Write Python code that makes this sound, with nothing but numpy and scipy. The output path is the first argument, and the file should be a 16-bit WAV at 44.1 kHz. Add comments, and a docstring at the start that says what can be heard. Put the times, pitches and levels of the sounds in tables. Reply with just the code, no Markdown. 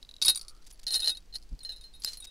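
"""Twin fishing bell by a pond

A hand-held twin bell gives two shakes, a few loose tinkles, then a sharp clack as it drops.
Pellets excite the modes of two small shells, which also clack together; the fingers damp the ringing.
A sleeve scuffs, a faint swish rises and air nudges the microphone.
A regularly slipping sample clock modulates the sound, putting faint side tones around every ring."""
import sys
import numpy as np
from scipy import signal
from scipy.fft import rfft, irfft
from scipy.io import wavfile
from scipy.ndimage import uniform_filter1d, map_coordinates

SR = 44100
rng = np.random.default_rng(int(sys.argv[2]) if len(sys.argv) > 2 else 0)


def unload_audio(sound):
    """Save the sound as a 16-bit wav file, at the path given as the first command line argument."""
    columns = np.transpose(np.atleast_2d(sound))
    # keep every value between -1 and 1, then stretch to whole-number steps
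    steps = np.round(np.clip(columns, -1, 1) * 32767)
    wavfile.write(sys.argv[1], SR, steps.astype(np.int16))


N = 101429

# Pellet strikes on the lower shell: start_s, ring_db, overtone_db
LOW_STRIKES = [(0.2166, -25.5, -38), (0.2234, -18.5, -39.5), (0.236, -45, -35), (0.25, -33.5, -27),
               (0.2662, -21, -26), (0.2814, -17.5, -22), (0.2965, -20.5, -24.5), (0.3567, -34, -27.5),
               (0.374, -39.5, -32), (0.414, -51, -43), (0.4827, -51.5, -46.5), (0.5, -69, -55),
               (0.881, -34.5, -40), (0.914, -46.5, -34), (0.931, -32.5, -34), (0.9437, -25, -36),
               (0.955, -30, -25.5), (1.0013, -43, -35.5), (1.021, -29.5, -45), (1.0305, -25, -41),
               (1.071, -34, -34), (1.094, -25, -35.5), (1.1167, -29.5, -45), (1.1714, -37, -50.5),
               (1.3459, -43, -45.5), (1.6317, -49.5, -43), (1.72, -41, -49), (1.8105, -51, -54.5),
               (1.8375, -61.0, -59.5), (1.9384, -49.5, -57.5), (2.06, -40.5, -48), (2.202, -51.5, -39),
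               (2.2235, -41.5, -48.5), (2.2706, -44.0, -49.5)]
# Pellet taps inside the closed hand: start_s, level_db
MUFFLED_TAPS = [(0.0278, -33.5), (0.049, -42), (0.0908, -33), (0.0955, -44.5), (0.1122, -36.5),
                (0.1398, -35.5), (0.1651, -36.5), (0.1833, -50)]
LOW_HZ, LOW_OVERTONE_HZ = 3775, 9158
LOW_GAIN_DB, OVERTONE_GAIN_DB = 2, 1

def low_bell():
    """Impact excitation: a struck shell rings at its natural frequencies; gripped, it only taps."""
    starts, ring_db, overtone_db = np.array(LOW_STRIKES).T
    taps = shell_mode(*np.array(MUFFLED_TAPS).T, LOW_HZ)
    ring = shell_mode(starts, ring_db + LOW_GAIN_DB, LOW_HZ)
    overtone = shell_mode(starts, overtone_db + OVERTONE_GAIN_DB, LOW_OVERTONE_HZ, overtone=True)
    return taps + ring + overtone


# Pellet strikes on the higher shell: start_s, ring_db, overtone_db, overtone_hz
HIGH_STRIKES = [(0.2243, -30.5, -31.5, 10380), (0.2572, -34, -20.5, 10260), (0.2667, -42.5, -38, 10270),
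                (0.2823, -21.5, -29.5, 10430), (0.2875, -22, -21.5, 10360), (0.2967, -22.5, -18.0, 10390),
                (0.3071, -30.5, -32, 10080), (0.725, -76.5, -49.5, 10350), (0.8671, -27, -45, 10560),
                (0.881, -30.5, -45, 10330), (0.9063, -29.5, -48, 10300), (0.9229, -26.5, -30.5, 10590),
                (0.9506, -26.5, -40, 10300), (0.9564, -20.5, -35.5, 10320), (0.979, -40, -38.5, 10610),
                (0.9934, -29, -42, 10600), (1.021, -39, -36, 10310), (1.0437, -24.5, -36, 10600),
                (1.0574, -29, -38.5, 10110), (1.074, -18.5, -47, 10130), (1.093, -25.0, -35, 10080),
                (1.1161, -61, -45.5, 10280), (1.149, -38.5, -50.5, 10160), (1.326, -45, -79, 10400),
                (1.3391, -37.5, -60, 10320), (1.3562, -27.5, -45.5, 10160), (1.6055, -44, -85, 10350),
                (1.649, -32, -50.5, 10080), (1.6907, -32.5, -55, 10510), (1.761, -48.5, -55, 10520),
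                (1.8395, -43.5, -61, 10500), (1.949, -54, -54, 10220), (1.999, -67, -49.5, 10210),
                (2.058, -34.0, -39.5, 10260), (2.0751, -29, -47.5, 10030), (2.1333, -42.0, -55.5, 10160),
                (2.1717, -45.5, -41.5, 10570)]
# Strength of the twin mode, added to ring_db: time_s, offset_db
TWIN_BALANCE = [(.95, -14), (1.04, -6), (1.65, -21), (1.69, 0.5), (1.77, 2), (1.83, -15.5)]
HIGH_HZ, TWIN_HZ, HIGH_GAIN_DB = 4143, 3980, 1.5

def high_bell():
    """Beating: two nearby modes interfere. The point of impact selects one of a cluster of overtones."""
    starts, ring_db, overtone_db, overtone_hz = np.array(HIGH_STRIKES).T
    twin_db = ring_db + np.interp(starts, *np.array(TWIN_BALANCE).T)
    ring = shell_mode(starts, ring_db + HIGH_GAIN_DB, HIGH_HZ)
    twin = shell_mode(starts, twin_db, TWIN_HZ)
    overtone = shell_mode(starts, overtone_db + OVERTONE_GAIN_DB, overtone_hz, overtone=True)
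    return ring + twin + overtone


# Decay time of the shells, short while gripped: time_s, t60_s
RING_DECAY = [(.17, 0.015), (.222, 0.062), (.285, .15), (.33, 0.1), (.39, 0.024), (.87, .15), (1.13, 0.096),
              (1.2, 0.03103), (1.34, .1), (1.375, 0.01986), (1.64, .12), (1.95, 0.21), (2.12, 0.11),
              (2.25, .15)]
OVERTONE_FREE_T60_S, OVERTONE_GRIP_SHARE = 0.091, 0.25
GRIP_SHARPEN_S = 0.0005  # times the grip gives the fractional rise in pitch
RATTLE_HZ, RING_RATTLE_DB, OVERTONE_RATTLE_DB = 150, -19, -11
DETUNE, JOLT_RAD, CONTACT_S = 0.0018, 1.58, 0.00045

def shell_mode(starts, levels_db, hz, overtone=False):
    """Damped oscillator, restarted by each strike. Fingers damp and sharpen it; the pellet buzzes on it."""
    t = np.arange(N) / SR
    grip = (OVERTONE_GRIP_SHARE if overtone else 1) / np.interp(t, *np.array(RING_DECAY).T)
    damping = np.log(1000) * (grip + (1 / OVERTONE_FREE_T60_S if overtone else 0))
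    lengths = np.maximum(np.diff(np.append(starts, N / SR)), 1 / SR)
    pitches = hz * np.ones(len(starts))
    buzz = butterworth(rng.standard_normal(N) + 1j * rng.standard_normal(N), 2, RATTLE_HZ)
    rattle = 1 + undb(OVERTONE_RATTLE_DB if overtone else RING_RATTLE_DB) * buzz / buzz.std()
    scatter = rng.standard_normal((len(starts), 2))
    out, state = np.zeros(N), 0j
    for start, length, size, pitch, (pull, jolt) in zip(starts, lengths, undb(levels_db), pitches, scatter):
        span = slice(int(start * SR), int((start + length + CONTACT_S) * SR) + 1)
        pole = 2j * np.pi * pitch * (1 + DETUNE * pull + GRIP_SHARPEN_S * grip[span]) - damping[span]
        # The stronger the strike against the remaining vibration, the more it jolts the phase.
        phase = np.angle(state) + JOLT_RAD * jolt * size / (size + abs(state))
        phasor = size * np.exp(1j * phase + np.cumsum(pole) / SR)
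        elapsed = t[:len(pole)]
        rise = np.clip(elapsed / CONTACT_S, 0, 1)
        release = np.clip(1 + (length - elapsed) / CONTACT_S, 0, 1)
        add(out, start, (phasor * rattle[span]).imag * rise * release)
        state = phasor[min(int(length * SR), len(phasor) - 1)]
    return out


# Collisions of shells and clip: start_s, level_db
COLLISIONS = [(0.2164, -24.5), (0.2234, -14), (0.2363, -25.5), (0.248, -20), (0.2502, -19.5), (0.2625, -23),
              (0.268, -26.5), (0.282, -13), (0.2862, -19.0), (0.2946, -23.5), (0.3056, -23.5), (0.348, -29),
              (0.3575, -30), (0.3745, -31), (0.394, -33.5), (0.4128, -32), (0.43, -44), (0.449, -44),
              (0.4821, -33.5), (0.4955, -40), (0.8675, -28), (0.8797, -26), (0.9065, -27), (0.937, -24),
              (0.939, -28), (0.9428, -15.5), (0.9504, -25), (0.9555, -31), (1.0037, -24), (1.0595, -24),
              (1.0809, -19), (1.096, -28), (1.1022, -25), (1.171, -35), (1.354, -30), (1.3624, -34.0),
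              (1.4255, -45), (1.591, -41), (1.8109, -41.5), (2.0207, -35.5), (2.037, -29), (2.0748, -43),
              (2.0858, -31.5), (2.1326, -31.5), (2.172, -40)]
BOUNCE_SPREAD_S, BOUNCE_DB, BOUNCE_SPREAD_DB = 0.009, -14.5, 1.5
TAP_CLICK_DB, TICKS_PER_S, TICK_DB, TICK_SPREAD_DB = -9.5, 44, -55, 2

def contacts():
    """Inelastic impact: collisions rebound weakly; pellets tap and tick. Returns start_s, level_db."""
    hits = list(COLLISIONS) + [(start, db + TAP_CLICK_DB) for start, db in MUFFLED_TAPS]
    for (start, db), bounces in zip(COLLISIONS, rng.standard_normal((len(COLLISIONS), 2, 2))):
        for wait, force in bounces:
            hits.append((start + BOUNCE_SPREAD_S * abs(wait), db + BOUNCE_DB + BOUNCE_SPREAD_DB * force))
    ticks = rng.random((300, 2))[:int(TICKS_PER_S * N / SR)]
    for when, chance in ticks:
        hits.append((when * N / SR, TICK_DB + TICK_SPREAD_DB * min(-np.log(chance), 3)))
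    return hits


# Modes of a clack: pitch_hz, level_db, t60_s
CLACK_MODES = [(4413, -5.5, 0.045), (4830, 0.5, 0.015), (5420, -3, .007), (9460, -16.5, 0.035),
               (10370, -15, 0.057)]
# Noise spectrum of a contact: frequency_hz, density_db
CRACK_SPECTRUM = [(200, -29), (1200, -28.5), (3000, -12.5), (4700, 6.5), (6500, 0.5), (8200, -0.5),
                  (11500, -14.5), (15000, -18)]
CRACK_DB, CRACK_T60_S, CHATTER_DB, CHATTER_T60_S = -5.5, 0.0066, -28.5, 0.035
CLACK_SCATTER_HZ, CLACK_CUT_HZ = 140, 2500
RING_THRESHOLD_DB = -48.5  # lighter contacts mostly click, with little ring

def clacks():
    """Transient response: each brief contact gives a broadband crack and a few heavily damped modes."""
    knock, crack = np.zeros(N), np.zeros(N)
    t = np.arange(SR // 20) / SR
    burst = undb(CRACK_DB) * fade(t, CRACK_T60_S) + undb(CHATTER_DB) * fade(t, CHATTER_T60_S)
    rise = np.minimum(t / CONTACT_S, 1)
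    grit = noise(CRACK_SPECTRUM)
    hits = contacts()
    for (start, db), pulls in zip(hits, rng.standard_normal((len(hits), len(CLACK_MODES)))):
        ring = sum(undb(mode_db) * fade(t, t60) * np.sin(2 * np.pi * (hz + CLACK_SCATTER_HZ * pull) * t)
                   for (hz, mode_db, t60), pull in zip(CLACK_MODES, pulls))
        add(knock, start, undb(db) / (1 + undb(RING_THRESHOLD_DB - db)) * ring * rise)
        add(crack, start, undb(db) * burst * rise)
    return butterworth(knock, 1, CLACK_CUT_HZ, "high") + crack * grit


# Modes of the dropped bell: pitch_hz, level_db, t60_s
DROP_MODES = [(4987, -1.5, 0.027), (4310, -6.5, 0.012), (6320, -10.5, 0.009), (7500, -3.5, 0.009),
              (8120, -8, 0.0059), (12390, -7.5, 0.0098)]

def drop(start_s=2.0462, push_s=0.001257, ring_db=-19.5, tap_db=-28.5):
    """Heavy damping: modes build during one hard impact and die at once, over a short pressure pulse."""
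    t, after = age(start_s), age(start_s + push_s)
    ring = sum(undb(db) * fade(after, t60) * np.sin(2 * np.pi * hz * t) for hz, db, t60 in DROP_MODES)
    tap = after * SR / 4 * np.exp(1 - after * SR / 4)  # peaks four samples after the push
    return undb(ring_db) * ring * np.minimum(t / push_s, 1) + undb(tap_db) * tap


# Rubs of hand and sleeve: start_s, length_s, level_db
SCUFFS = [(0.662, 0.021, -50), (0.7, 0.019, -50), (0.791, 0.013, -51.5), (0.829, 0.017, -52.5),
          (2.005, 0.18, -50), (2.238, 0.022, -43.5)]
# Noise spectrum of rubbing: frequency_hz, density_db
SCUFF_SPECTRUM = [(300, -22), (1500, -9.5), (3000, -3), (5000, 3.5), (9000, -1.5), (15000, -16.5)]

def scuffs():
    """Sliding friction: each rub is grainy noise that swells and stops."""
    swell = sum(undb(db) * arch(start, length) for start, length, db in SCUFFS)
    grain = uniform_filter1d(rng.exponential(size=N) ** 4, size=40)
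    return swell * np.sqrt(np.abs(grain) / grain.mean()) * noise(SCUFF_SPECTRUM)


def swish(start_s=0.31, length_s=0.35, pitch_hz=1180, rise_hz_per_s=510, flutter_hz=88, level_db=-67.5):
    """Narrowband noise: a faint rising whistle, perhaps a distant fishing line cutting the air."""
    flutter = butterworth(rng.standard_normal((2, N)), 2, flutter_hz)
    phase = 2 * np.pi * np.cumsum(pitch_hz + rise_hz_per_s * age(start_s)) / SR
    whistle = flutter[0] * np.sin(phase) + flutter[1] * np.cos(phase)
    return undb(level_db) * arch(start_s, length_s) * whistle / whistle.std()


def puff(centre_s=1.532, width_s=0.0065, push_db=-28.5, flutter_db=-43.5, flutter_hz=170):
    """Pressure pulse: moving air pushes once on the microphone and flutters briefly."""
    offset = (np.arange(N) / SR - centre_s) / width_s
    push = (1 - offset ** 2) * np.exp(-.5 * offset ** 2)
    flutter = butterworth(rng.standard_normal(N), 3, flutter_hz)
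    swell = np.exp(-.5 * (offset / 2) ** 2)
    return undb(push_db) * push + undb(flutter_db) * swell * flutter / flutter.std()


# Noise spectrum of open air: frequency_hz, density_db
AIR_SPECTRUM = [(8, 9), (38, 3.5), (90, -20), (300, -24), (1300, -35), (4800, -34.5), (8000, -40.5),
                (15000, -48.5)]

def air(level_db=-51, side_db=-17):
    """Ambient noise: low rumble and faint hiss, widened by a weak part in antiphase between channels."""
    mid = noise(AIR_SPECTRUM)
    side = undb(side_db) * noise(AIR_SPECTRUM) * np.array([[1], [-1]])
    return undb(level_db) * (mid + side)


def undb(db):
    """Decibels to amplitude ratio."""
    return 10 ** (np.asarray(db) / 20)


def noise(spectrum):
    """Spectral shaping: noise of unit rms from rows of frequency_hz, density_db."""
    hz, db = np.array(spectrum).T
    bins_hz = np.maximum(np.fft.rfftfreq(N, 1 / SR), 1)
    gain = undb(np.interp(np.log(bins_hz), np.log(hz), db))
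    shaped = irfft(rfft(rng.standard_normal(N)) * gain, N)
    return shaped / shaped.std()


def butterworth(sound, order, cutoff_hz, kind="low"):
    """Maximally flat filter."""
    return signal.sosfilt(signal.butter(order, cutoff_hz, kind, fs=SR, output="sos"), sound)


def age(start_s):
    """Seconds since an onset, zero before it."""
    return np.maximum(np.arange(N) / SR - start_s, 0)


def arch(start_s, length_s):
    """Half-sine envelope."""
    return np.sin(np.pi * np.minimum(age(start_s) / length_s, 1))


def fade(t, t60):
    """Exponential decay, 60 dB in t60."""
    return np.exp(-np.log(1000) * t / t60)


def add(out, start_s, sound):
    """Superposition: mix a short sound in at its onset."""
    i = min(int(start_s * SR), N)
    out[i:i + len(sound)] += sound[:N - i]


def scene(shell_cut_hz=3030):
    """Direct sound: the bell is close, dry and central. Small shells radiate little bass."""
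    shells = butterworth(low_bell() + high_bell(), 3, shell_cut_hz, "high")
    return shells + drop() + scuffs() + clacks() + swish() + puff() + air()


def record(dry, slip_hz=1152, top_hz=15600):
    """Phase modulation: the clock drifts one sample and slips back, making sidebands. The top is cut."""
    n = np.arange(N)
    position = n + (n * slip_hz / SR) % 1 - .5
    slipped = np.array([map_coordinates(channel, [position], order=5, mode="mirror") for channel in dry])
    return signal.sosfilt(signal.ellip(8, .2, 70, top_hz, fs=SR, output="sos"), slipped)


dry = scene()
out = record(dry)
unload_audio(out)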